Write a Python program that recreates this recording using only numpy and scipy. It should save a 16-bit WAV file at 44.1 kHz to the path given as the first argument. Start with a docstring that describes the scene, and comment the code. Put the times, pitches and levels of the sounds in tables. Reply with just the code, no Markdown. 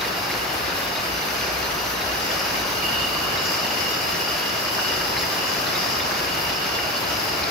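"""Filled glass bottles jostle on a conveyor in a large, echoing bottling hall.
Random taps, hundreds a second and in bouts, excite the same few damped glass modes; scuffs are denser contacts.
Nearer clinks and knocks are struck mode sets, chatters are tap trains, squeals are wavering sines.
Behind them: a roar of shaped noise, rattling slats, rumbling and humming drives, and hissing air."""
import sys
import numpy as np
from scipy import signal
from scipy.fft import rfft, irfft
from scipy.io import wavfile
from scipy.ndimage import uniform_filter1d

SR = 44100
rng = np.random.default_rng(int(sys.argv[2]) if len(sys.argv) > 2 else 0)


def store_pcm(level_fs):
    """Save levels as 16-bit WAV."""
    pcm = np.round(np.clip(level_fs, -1, 1) * 32767).astype(np.int16)
    wavfile.write(sys.argv[1], SR, np.atleast_2d(pcm).T)


N = 330750
FREQS = np.maximum(np.arange(N // 2 + 1) * SR / N, 1)
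HALL_T60_S = 1.07

# Likeness of the two ears in the diffuse field. Each row: frequency in Hz, correlation.
LIKENESS = [(60, 1), (160, 0.9), (350, 0.76), (600, 0.27), (850, 0.015), (1200, 0.19), (1800, -0.32),
            (2500, 0.28), (3400, -0.17), (4500, 0.61), (5600, -0.21), (6500, 1), (7200, -0.88)]


def from_db(db):
    """Decibels to amplitude gain."""
    return 10 ** (np.asarray(db) / 20)


def rms_one(x):
    """Scale to unit rms."""
    return x / np.sqrt(np.mean(x ** 2) + 1e-20)


def in_time(rows):
    """Each column of a time curve, at every sample."""
    s, *columns = np.transpose(rows)
    return [np.interp(np.arange(N) / SR, s, c) for c in columns]


def over_hz(rows):
    """Each column of a spectrum, at every frequency, interpolated over log frequency."""
    hz, *columns = np.transpose(rows)
    return [np.interp(np.log(FREQS), np.log(hz), c) for c in columns]


def drift(corner_hz):
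    """Smooth random wandering, rms 1."""
    smooth = rfft(rng.standard_normal(N)) / (1 + (FREQS / corner_hz) ** 2)
    return rms_one(irfft(smooth, N))


def ring(clicks, hz, t60_s):
    """Two-pole resonator: a unit click starts a decaying sine of height 1."""
    r = from_db(-60 / (t60_s * SR))
    w = 2 * np.pi * hz / SR
    return signal.lfilter([0, np.sin(w)], [1, -2 * r * np.cos(w), r * r], clicks + 1e-18)


def two_ears(pair, alike):
    """Mix two unrelated spectra into left and right with the given correlation."""
    alike = np.clip(alike, -1, 1)
    common = np.sqrt(1 + alike) * pair[0]
    opposed = np.sqrt(1 - alike) * pair[1] * [[1], [-1]]
    return (common + opposed) / np.sqrt(2)


def noise_spectrum(rows, alike):
    """Spectrum of stereo noise with the given density in dB per Hz."""
    white = rfft(rng.standard_normal((2, N)))
    return two_ears(white, alike) * from_db(over_hz(rows)[0]) * np.sqrt(SR / 2)


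def hall(x, t60_s):
    """Diffuse echo: convolution with decaying stereo noise of about unit energy per ear."""
    tail = rng.standard_normal((2, N)) * from_db(-60 * np.arange(N) / SR / t60_s)
    tail = irfft(two_ears(rfft(tail), over_hz(LIKENESS)[0]), N)[:, :2 * SR]
    return signal.fftconvolve(x[None], tail / np.sqrt(np.sum(tail ** 2) / 2), axes=1)


def running_hall(x, sway_s=0.00039, sway_hz=.7):
    """Hall already full of a ceaseless sound; echo paths stretch as the microphone sways."""
    echo = hall(x, HALL_T60_S)
    # the tail past the end wraps round to the start
    echo = echo[:, :N] + np.pad(echo[:, N:], ((0, 0), (0, 2 * N - echo.shape[1])))
    now = np.arange(N)
    heard = now + sway_s * SR * np.sin(2 * np.pi * sway_hz * now / SR)
    return np.array([np.interp(heard, now, ear) for ear in echo])


def placed(x, pan_db, lag_samples):
    """Near source: level difference (left over right) and delay of the right ear."""
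    left = x * from_db(pan_db / 2)
    right = np.roll(x, lag_samples) * from_db(-pan_db / 2)
    return np.array([left, right])


def add(out, s, sound):
    """Mix a short stereo sound in at its time."""
    at = max(round(s * SR), 0)
    out[:, at:at + sound.shape[1]] += sound[:, :out.shape[1] - at]


def uneven_bands(x, depth_db, size=3):
    """Random gain, smoothed over neighbouring bands and about 0.1 s, makes the level uneven."""
    bands = signal.stft(x, nperseg=1024)[2]
    field = rng.standard_normal(bands.shape[-2:])
    field = uniform_filter1d(field, size, axis=0)
    field = rms_one(uniform_filter1d(field, 2 * size, axis=1))
    gain = rms_one(from_db(depth_db * field))
    return signal.istft(bands * gain, nperseg=1024)[1][..., :N]


def surges(rows, attack_s, release_s):
    """Summed power of bouts that rise, hold and die away."""
    t = np.arange(N) / SR
    power = 0
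    for s, db, held_s in rows:
        rise = np.clip((t - s) / attack_s, 0, 1)
        fall = np.exp(-np.maximum(t - s - attack_s - held_s, 0) / release_s)
        power = power + (from_db(db) * rise * fall) ** 2
    return power


def struck(modes, hz, t60_s, attack_s, scatter, colour_db):
    """Modes swell to a peak of 1 and decay; each blow varies pitch and weight, weak modes most."""
    t = np.arange(SR // 4) / SR
    sound = 0
    for ratio, level_db in modes:
        detuned, stronger = rng.standard_normal(2) * min(abs(level_db) / 10, 1)
        mode_hz = hz * ratio * (1 + scatter * detuned)
        tone = np.sin(2 * np.pi * (mode_hz * t + rng.random()))
        sound = sound + from_db(level_db + colour_db * stronger) * tone
    decay = from_db(-60 * np.maximum(t - attack_s, 0) / t60_s)
    sound = sound * np.minimum(t / attack_s, 1) * decay
    return sound / np.abs(sound).max()


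def jostle():
    """Levels in dB of dull shoves and sharp taps: bouts summed in power with steady crowding."""
    # Steady jostling of the queue. Each row: time in seconds, dull shoves in dB, sharp taps in dB.
    crowding = [(0, -37, -36), (2.1, -37, -37), (2.7, -35, -34), (3.8, -31, -32.5), (5.2, -39, -31),
                (6.5, -38, -33), (7.5, -36.5, -32)]
    # Pushes that grind the bottles together. Each row: start in seconds, level in dB, hold in seconds.
    shove_bouts = [(2.8, -26.5, 0.15), (3.56, -37, .14), (4.38, -35, 0.22), (4.73, -32, 0.072),
                   (5.34, -32, 0.053), (6.22, -33.5, .55)]
    # Bottles catching up in a flurry of taps. Each row: start in seconds, level in dB, hold in seconds.
    flurries = [(.66, -45, 0.23), (1.32, -36.5, 0.17), (2.19, -35, 0.2), (3.36, -31, 0.12),
                (3.76, -34.5, 0.047), (4.76, -34, .08), (5.18, -36.5, 0.31), (5.77, -34.5, .1),
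                (6.4, -39, .06), (7.09, -32.5, 0.07)]
    shove_db, tap_db = in_time(crowding)
    shoves = from_db(shove_db) ** 2 + surges(shove_bouts, attack_s=0.054, release_s=0.23)
    taps = from_db(tap_db) ** 2 + surges(flurries, attack_s=0.034, release_s=0.24)
    return 10 * np.log10(shoves), 10 * np.log10(taps)


def queue(count=16, taps_per_s=22, size_db=3.1, bunching_db=3.7, detune=0.0142, colour_db=2.5,
          shove_pan_db=-3.0, tap_pan_db=3.5, direct_db=-6.5, hall_db=-0.5):
    """Bottles touch in bunches; walls differ slightly, so each mode becomes a cluster."""
    # Modes of a filled bottle. Each row: nominal frequency in Hz, relative level in dB,
    # T60 in seconds, share driven by sharp taps (0-1).
    bottle_modes = [(2809, -4.5, 0.1, 0.16), (2908, -4.5, .08, 0.2), (4495, -11, 0.069, 0.2),
                    (4840, -4.3, 0.06, 1), (5050, -11, 0.04, 1), (5287, -5.5, 0.05, 1),
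                    (5820, -11, 0.06, 1), (6960, -15.5, .05, 1), (7287, -15.5, .05, .8)]
    shove_db, tap_db = jostle()
    near = np.zeros((len(bottle_modes), 2, N))
    for bottle in range(count):
        # taps_per_s is the rate at zero drift
        chance = taps_per_s * from_db(bunching_db * drift(7)) / SR
        touch = np.flatnonzero(rng.random(N) < chance)
        sizes = np.resize(rng.exponential(1, 1024), len(touch))
        force = from_db(size_db * np.minimum(sizes, 4))
        wall = 1 + detune * np.sqrt(3) * (2 * (bottle + .5) / count - 1)
        lag_samples = rng.integers(-1, 5)
        for k, (hz, _, t60_s, _) in enumerate(bottle_modes):
            # the spot touched weights and signs each mode
            spot = from_db(colour_db * rng.standard_normal(1024)) * rng.choice([-1, 1], 1024)
            clicks = np.zeros(N)
            clicks[touch] = force * np.resize(spot, len(touch))
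            near[k] += placed(ring(clicks, hz * wall, t60_s), 0, lag_samples)
    out = 0
    for mode, (_, level_db, _, sharp) in zip(near, bottle_modes):
        sharp = np.clip(sharp, 0, 1)
        echo = running_hall(mode[0])
        heard = rms_one(from_db(direct_db) * mode + from_db(hall_db) * echo)
        drive_db = sharp * tap_db + (1 - sharp) * shove_db
        pan_db = (sharp * tap_pan_db + (1 - sharp) * shove_pan_db) * np.array([[.5], [-.5]])
        out = out + heard * from_db(level_db + drive_db) * from_db(pan_db)
    return out


def scuffs(bouts_per_s=130, bout_s=.004, contacts_per_s=260, size_db=2.5, t60_cycles=22, pan_db=0.5,
           echo_db=-7, level_db=-35.5, count=26):
    """Heels and shoulders scuff past each other: overlapping bursts of tiny, damped contacts."""
    # Colour of the scuffing. Each row: frequency in Hz, relative level in dB.
    scuff_colour = [(1400, -4), (1800, -1), (2400, -1), (3300, -5), (4200, -1.5), (5500, -4.5), (7000, -8)]
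    starts = (rng.random(N) < bouts_per_s / SR) * 1.0
    pressure = signal.lfilter([1], [1, -np.exp(-1 / (bout_s * SR))], starts + 1e-18)
    chance = contacts_per_s / SR * pressure / pressure.mean()
    colour_hz, colour_db = np.transpose(scuff_colour)
    out = np.zeros((2, N))
    for hz in np.geomspace(colour_hz[0], colour_hz[-1], count):
        at = np.flatnonzero(rng.random(N) < chance)
        force = from_db(size_db * np.minimum(rng.exponential(1, 2048), 3))
        force = force * rng.choice([-1, 1], 2048)
        contacts = np.bincount(at, np.resize(force, len(at)), N)
        sound = rms_one(ring(contacts, hz, t60_cycles / hz))
        sound = sound * from_db(np.interp(hz, colour_hz, colour_db))
        out += placed(sound, pan_db, rng.integers(-3, 5))
    return from_db(level_db) * rms_one(out + from_db(echo_db) * running_hall(out[0]))


def rattle(low_hz, high_hz, hits_per_s, size_db, t60_cycles, level_db, pan_db, count):
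    """Random blows of uneven force on many parts, each ringing at its own pitch."""
    out = np.zeros((2, N))
    for hz in np.geomspace(low_hz, high_hz, count) * rng.uniform(.98, 1.02, count):
        at = np.flatnonzero(rng.random(N) < hits_per_s / SR)
        force = from_db(size_db * np.minimum(rng.exponential(1, 512), 3.5))
        blows = np.zeros(N)
        blows[at] = np.resize(force, len(at))
        sound = ring(blows, hz, t60_cycles / hz) * np.sqrt(hz)
        out += placed(sound, pan_db, rng.integers(-3, 5))
    return from_db(level_db) * rms_one(out + running_hall(out[0]))


def chain():
    """Slats clatter on the steel frame, bottle heels clack on them, loose bottles ping along the line."""
    slats = rattle(low_hz=559.7, high_hz=2464, hits_per_s=8, size_db=3.5, t60_cycles=49,
                   level_db=-34.5, pan_db=6.5, count=30)
    heels = rattle(low_hz=1550, high_hz=2600, hits_per_s=3.5, size_db=2.0, t60_cycles=150,
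                   level_db=-42.5, pan_db=1.0, count=12)
    loose = rattle(low_hz=3500, high_hz=4700, hits_per_s=3.2, size_db=1.8, t60_cycles=420,
                   level_db=-45, pan_db=2.0, count=16)
    return slats + heels + loose


def panels(echo_db, count=10):
    """Early echoes off steel panels comb a steady sound; one response for both ears."""
    delays_s = rng.uniform(.006, .07, count)
    response = np.zeros(N)
    response[0] = 1
    response[(delays_s * SR).astype(int)] = from_db(echo_db) * rng.choice([-1, 1], count) / np.sqrt(count)
    return rfft(response / np.linalg.norm(response))


def steadied(x, share=0.66, window_s=0.115):
    """Machines under constant load do not swell: four low octaves keep close to their mean level."""
    spectrum, out = rfft(x), x
    for low_hz in 110 * 2 ** np.arange(4):
        band = irfft(spectrum * ((FREQS >= low_hz) & (FREQS < 2 * low_hz)), N)
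        power = uniform_filter1d(np.mean(band ** 2, axis=0), int(window_s * SR))
        gain = (power / power.mean()) ** (-np.clip(share, 0, 1) / 2)
        out = out + band * (gain - 1)
    return out


def band_noise(hz, width_hz, size):
    """Band-passed noise, rms 1."""
    edges_hz = [hz - width_hz / 2, hz + width_hz / 2]
    band = signal.butter(2, edges_hz, "band", fs=SR, output="sos")
    settled = signal.sosfilt(band, rng.standard_normal(size + SR // 4))[SR // 4:]
    return rms_one(settled)


def roaring(pan_db=1.0, flutter_db=0.3, patchy_db=1.0, panel_db=-21):
    """Distant machines merge into a roar: shaped diffuse noise, combed and steadied."""
    # Roar of the hall before level changes. Each row: frequency in Hz, density in dB per Hz.
    roar_density = [(22, -90), (32, -85), (42, -102), (72, -64), (140, -62), (225, -63.5), (340, -60.5),
                    (520, -61), (740, -59.5), (1250, -60.5), (1650, -61.5), (2000, -66.5), (2500, -66),
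                    (3250, -71), (4100, -69), (6400, -77.5), (9500, -102)]
    # Slow change of the roar. Each row: time in seconds, relative level in dB.
    roar_level = [(0, -0.5), (1.1, -0.6), (2.6, 0.5), (3.25, 0.9), (4.65, 0), (4.95, 0.5), (6.05, 1.2),
                  (6.6, -0.1), (7.5, 1)]
    spectrum = noise_spectrum(roar_density, over_hz(LIKENESS)[0])
    roar = irfft(spectrum * panels(panel_db), N)
    roar = steadied(uneven_bands(roar, patchy_db))
    roar = roar * from_db(in_time(roar_level)[0] + flutter_db * drift(10.0))
    return roar * from_db(pan_db * np.array([[.5], [-.5]]))


def drives(rumble_db=-2, waver_db=2.0, waver_hz=0.88, pan_db=1.0):
    """Conveyor drives: resonant frame noise rumbles, wavering motor sines hum."""
    # Rumble before the rumble_db trim. Each row: time in seconds, level in dB.
    rumble_level = [(0, -51), (1.3, -46), (1.5, -42), (3.6, -50), (6, -52), (7.5, -50)]
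    # Drive frame resonances. Each row: frequency in Hz, width in Hz, relative level in dB.
    frame_modes = [(59, 11, 5), (48, 11, -11)]
    # Motor tones before wavering. Each row: frequency in Hz, rms level in dB.
    motors = [(59.2, -52.5), (177.6, -51), (368, -51), (598, -67)]
    frame = sum(from_db(level_db) * band_noise(hz, width_hz, N) for hz, width_hz, level_db in frame_modes)
    # slightly even out the envelope
    frame = rms_one(frame / np.abs(signal.hilbert(frame)) ** .15)
    hum = from_db(in_time(rumble_level)[0] + rumble_db) * frame
    for hz, level_db in motors:
        phase = 2 * np.pi * np.cumsum(hz + waver_hz * drift(2.96)) / SR
        hum += np.sqrt(2) * from_db(level_db + waver_db * drift(4.8)) * np.sin(phase)
    return placed(hum, pan_db, 0)


def air(wander_db=1.0, follow=.06):
    """Bright hiss, its bands slightly uneven; grows a little with the taps, left-right phase offset."""
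    # Air hiss before level changes. Each row: frequency in Hz, density in dB per Hz.
    hiss_density = [(4000, -95), (6500, -80), (7600, -75), (9000, -74), (10500, -75.6), (12300, -77),
                    (14000, -76), (15700, -83)]
    # Left-right phase and correlation of the hiss. Each row: frequency in Hz, phase in rad, correlation.
    hiss_stereo = [(6500, -np.pi, .4), (7700, -np.pi, .99), (9400, -np.pi, .99), (9900, -3.65, .75),
                   (11000, -4.7, .6), (12000, -5.8, .7), (12600, -2 * np.pi, .99)]
    # Slow change of the hiss. Each row: time in seconds, relative level in dB.
    hiss_level = [(0, -1.5), (1.6, -0.3), (2.25, 0.5), (2.9, -0.4), (6, 0), (6.55, -1), (7.5, -0.3)]
    phase, alike = over_hz(hiss_stereo)
    tap_db = jostle()[1]
    left_shift = np.exp(1j * phase * np.array([[1], [0]]))
    hiss = irfft(noise_spectrum(hiss_density, alike) * left_shift, N)
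    hiss = uneven_bands(hiss, depth_db=1.5)
    traffic_db = follow * (tap_db - tap_db.mean())
    return hiss * from_db(in_time(hiss_level)[0] + wander_db * drift(16) + traffic_db)


def clinks(rough_db=1.5, pan_db=3.0, echo_db=-6):
    """A bottle skids on its neighbour for a few milliseconds and rings on, unevenly."""
    # Nearer clinks before panning and roughness. Each row: start in seconds, peak in dB, main ring in Hz.
    clink_events = [(.003, -26, 3750), (.312, -27, 4170), (.33, -26, 4510), (.485, -26, 2980),
                    (.828, -27.5, 3560), (.955, -23, 3795), (.968, -27, 4130), (1.222, -29, 3700),
                    (1.565, -29, 4300), (1.64, -29, 4130), (1.95, -29, 3900), (2.008, -25.5, 3990),
                    (2.308, -25, 3510), (2.335, -28, 4480), (2.588, -28, 3800), (2.935, -23, 2990),
                    (3.372, -26.5, 3890), (3.449, -24, 5250), (5.168, -22, 4060), (5.315, -30, 3950),
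                    (5.66, -25.5, 4020), (5.663, -27, 4400), (5.676, -28, 3560), (5.75, -24.5, 3750),
                    (5.81, -26.5, 3700), (5.998, -25.5, 3560), (6.745, -28, 3450), (6.793, -28, 2910),
                    (6.957, -23.5, 4480), (7.035, -28, 4060), (7.429, -24, 4340), (7.433, -25, 3880)]
    # Ring of a clink. Each row: ratio to the main ring, relative level in dB.
    clink_modes = [(.93, -10), (.975, -9), (1, -2), (1.02, -7), (1.09, -11.5), (1.3, -13)]
    out = np.zeros((2, N))
    for s, peak_db, hz in clink_events:
        sound = struck(clink_modes, hz, t60_s=.085, attack_s=.007, scatter=0.0297, colour_db=1.5)
        add(out, s, placed(from_db(peak_db) * sound, pan_db, rng.integers(-1, 3)))
    out = out * from_db(rough_db * drift(150))
    return out + from_db(echo_db) * hall(out[0], HALL_T60_S / 2)[:, :N]


def knocks(pan_db=3.0, echo_db=-6):
    """A bottle strikes a guide rail: a hard, quickly damped clack."""
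    # Knocks before panning. Each row: start in seconds, peak in dB, centre in Hz, T60 in seconds.
    knock_events = [(.045, -20.5, 1900, .03), (.298, -22, 1900, .04), (.308, -18.5, 2200, .06),
                    (.338, -22, 1900, .025), (1.409, -21.5, 2400, .04), (2.012, -20.5, 2150, .045),
                    (2.302, -19.5, 1900, .035), (3.456, -21.5, 1750, .07), (4.783, -19, 950, .05),
                    (4.789, -18.5, 1500, .06), (5.011, -20, 1550, .06), (5.165, -18.5, 2150, .06),
                    (5.232, -19.5, 2150, .06), (5.778, -22.5, 2100, .04), (5.996, -20.5, 2200, .07),
                    (6.108, -20, 1600, .06), (6.786, -17.8, 1800, .04), (7.422, -21, 2240, .09)]
    # Ring of a knock. Each row: ratio to the centre, relative level in dB.
    knock_modes = [(.68, -10), (.84, -5.5), (.94, -5), (1, -2.5), (1.12, -5.5), (1.27, -8), (1.5, -12)]
    out = np.zeros((2, N))
    for s, peak_db, hz, t60_s in knock_events:
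        clack = struck(knock_modes, hz, t60_s, attack_s=.0025, scatter=0.044, colour_db=0.5)
        add(out, s, placed(from_db(peak_db) * clack, pan_db, 0))
    return out + from_db(echo_db) * hall(out[0], HALL_T60_S)[:, :N]


def chatters(taps_per_s=110, size_db=2.5, detune=0.0134, t60_s=0.083, attack_s=0.0086, release_s=0.034,
             pan_db=0.0, echo_db=-6, count=4):
    """Quick uneven taps between touching bottles whose walls ring at nearly the same pitch."""
    # Chatter with one mode standing out. Each row: start in seconds, level in dB, hold in seconds,
    # nominal pitch in Hz.
    chatter_events = [(.66, -45, .22, 5200), (1.1, -43.5, 1.72, 5940), (2.25, -43, .05, 5430),
                      (2.25, -47, .05, 6880), (2.77, -38, 0.054, 4330), (2.93, -41, .14, 3650),
                      (2.95, -41, .27, 4600), (3.01, -35, 0.041, 2910), (3.41, -46, 0.089, 6870),
                      (3.65, -38, 0.035, 2760), (4.11, -39, .05, 5800), (4.37, -44, .05, 3280),
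                      (4.381, -38, .025, 2610), (4.419, -39, 0.045, 2870), (4.83, -39, .02, 4480),
                      (5.09, -50, .015, 3250), (5.47, -41, .02, 6730), (6.4, -40, .21, 5330),
                      (7.13, -40, 0.099, 5180)]
    out = np.zeros((2, N))
    for s, db, held_s, hz in chatter_events:
        t = np.arange(int((held_s + .5) * SR)) / SR
        sound = 0
        for wall in 1 + detune * np.linspace(-1, 1, count):
            gaps, sizes = rng.exponential(1, (2, 512))
            at = (np.cumsum(gaps) / taps_per_s * SR).astype(int)
            force = from_db(size_db * np.minimum(sizes, 3))
            taps = np.bincount(at, force, len(t))[:len(t)]
            sound = sound + ring(taps, hz * wall, t60_s)
        fall = np.exp(-np.maximum(t - attack_s - held_s, 0) / release_s)
        swell = np.minimum(t / attack_s, 1) * fall
        add(out, s, placed(from_db(db) * swell * rms_one(sound), pan_db, rng.integers(-1, 3)))
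    return out + from_db(echo_db) * hall(out[0], HALL_T60_S / 2)[:, :N]


def squeals(attack_s=0.045, release_s=0.07, waver_hz=20, rough_db=0.5, echo_db=-3):
    """Glass sticks and slips on glass, which keeps its lowest mode ringing unevenly."""
    # One bottle rubbing its neighbour. Each row: start in seconds, level in dB, hold in seconds,
    # mean pitch in Hz.
    squeal_events = [(2.74, -39, .06, 2900), (2.85, -30.5, 0.072, 2874), (3.08, -39, .14, 2920),
                     (3.6, -39, .2, 2965), (4.75, -32.5, 0.13, 2930), (6.26, -41, 0.24, 2940)]
    sound = 0
    for s, db, held_s, hz in squeal_events:
        phase = 2 * np.pi * np.cumsum(hz + waver_hz * drift(24.8)) / SR
        swell = np.sqrt(surges([(s, db, held_s)], attack_s, release_s))
        sound = sound + swell * from_db(rough_db * drift(40)) * np.sin(phase)
    return sound + from_db(echo_db) * hall(sound, HALL_T60_S)[:, :N]


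def scene():
    """Glass in front, the plant behind."""
    glass = queue() + scuffs() + clinks() + knocks() + chatters() + squeals()
    plant = chain() + roaring() + drives() + air()
    return glass + plant


def record(dry):
    """The microphone sheds the deepest bass; the top is cut steeply."""
    low_cut = 1 / np.sqrt(1 + (27 / FREQS) ** 8)
    high_cut = 1 / np.sqrt(1 + (FREQS / 15750) ** 800)
    return irfft(rfft(dry) * low_cut * high_cut, N)


dry = scene()
out = record(dry)
store_pcm(out)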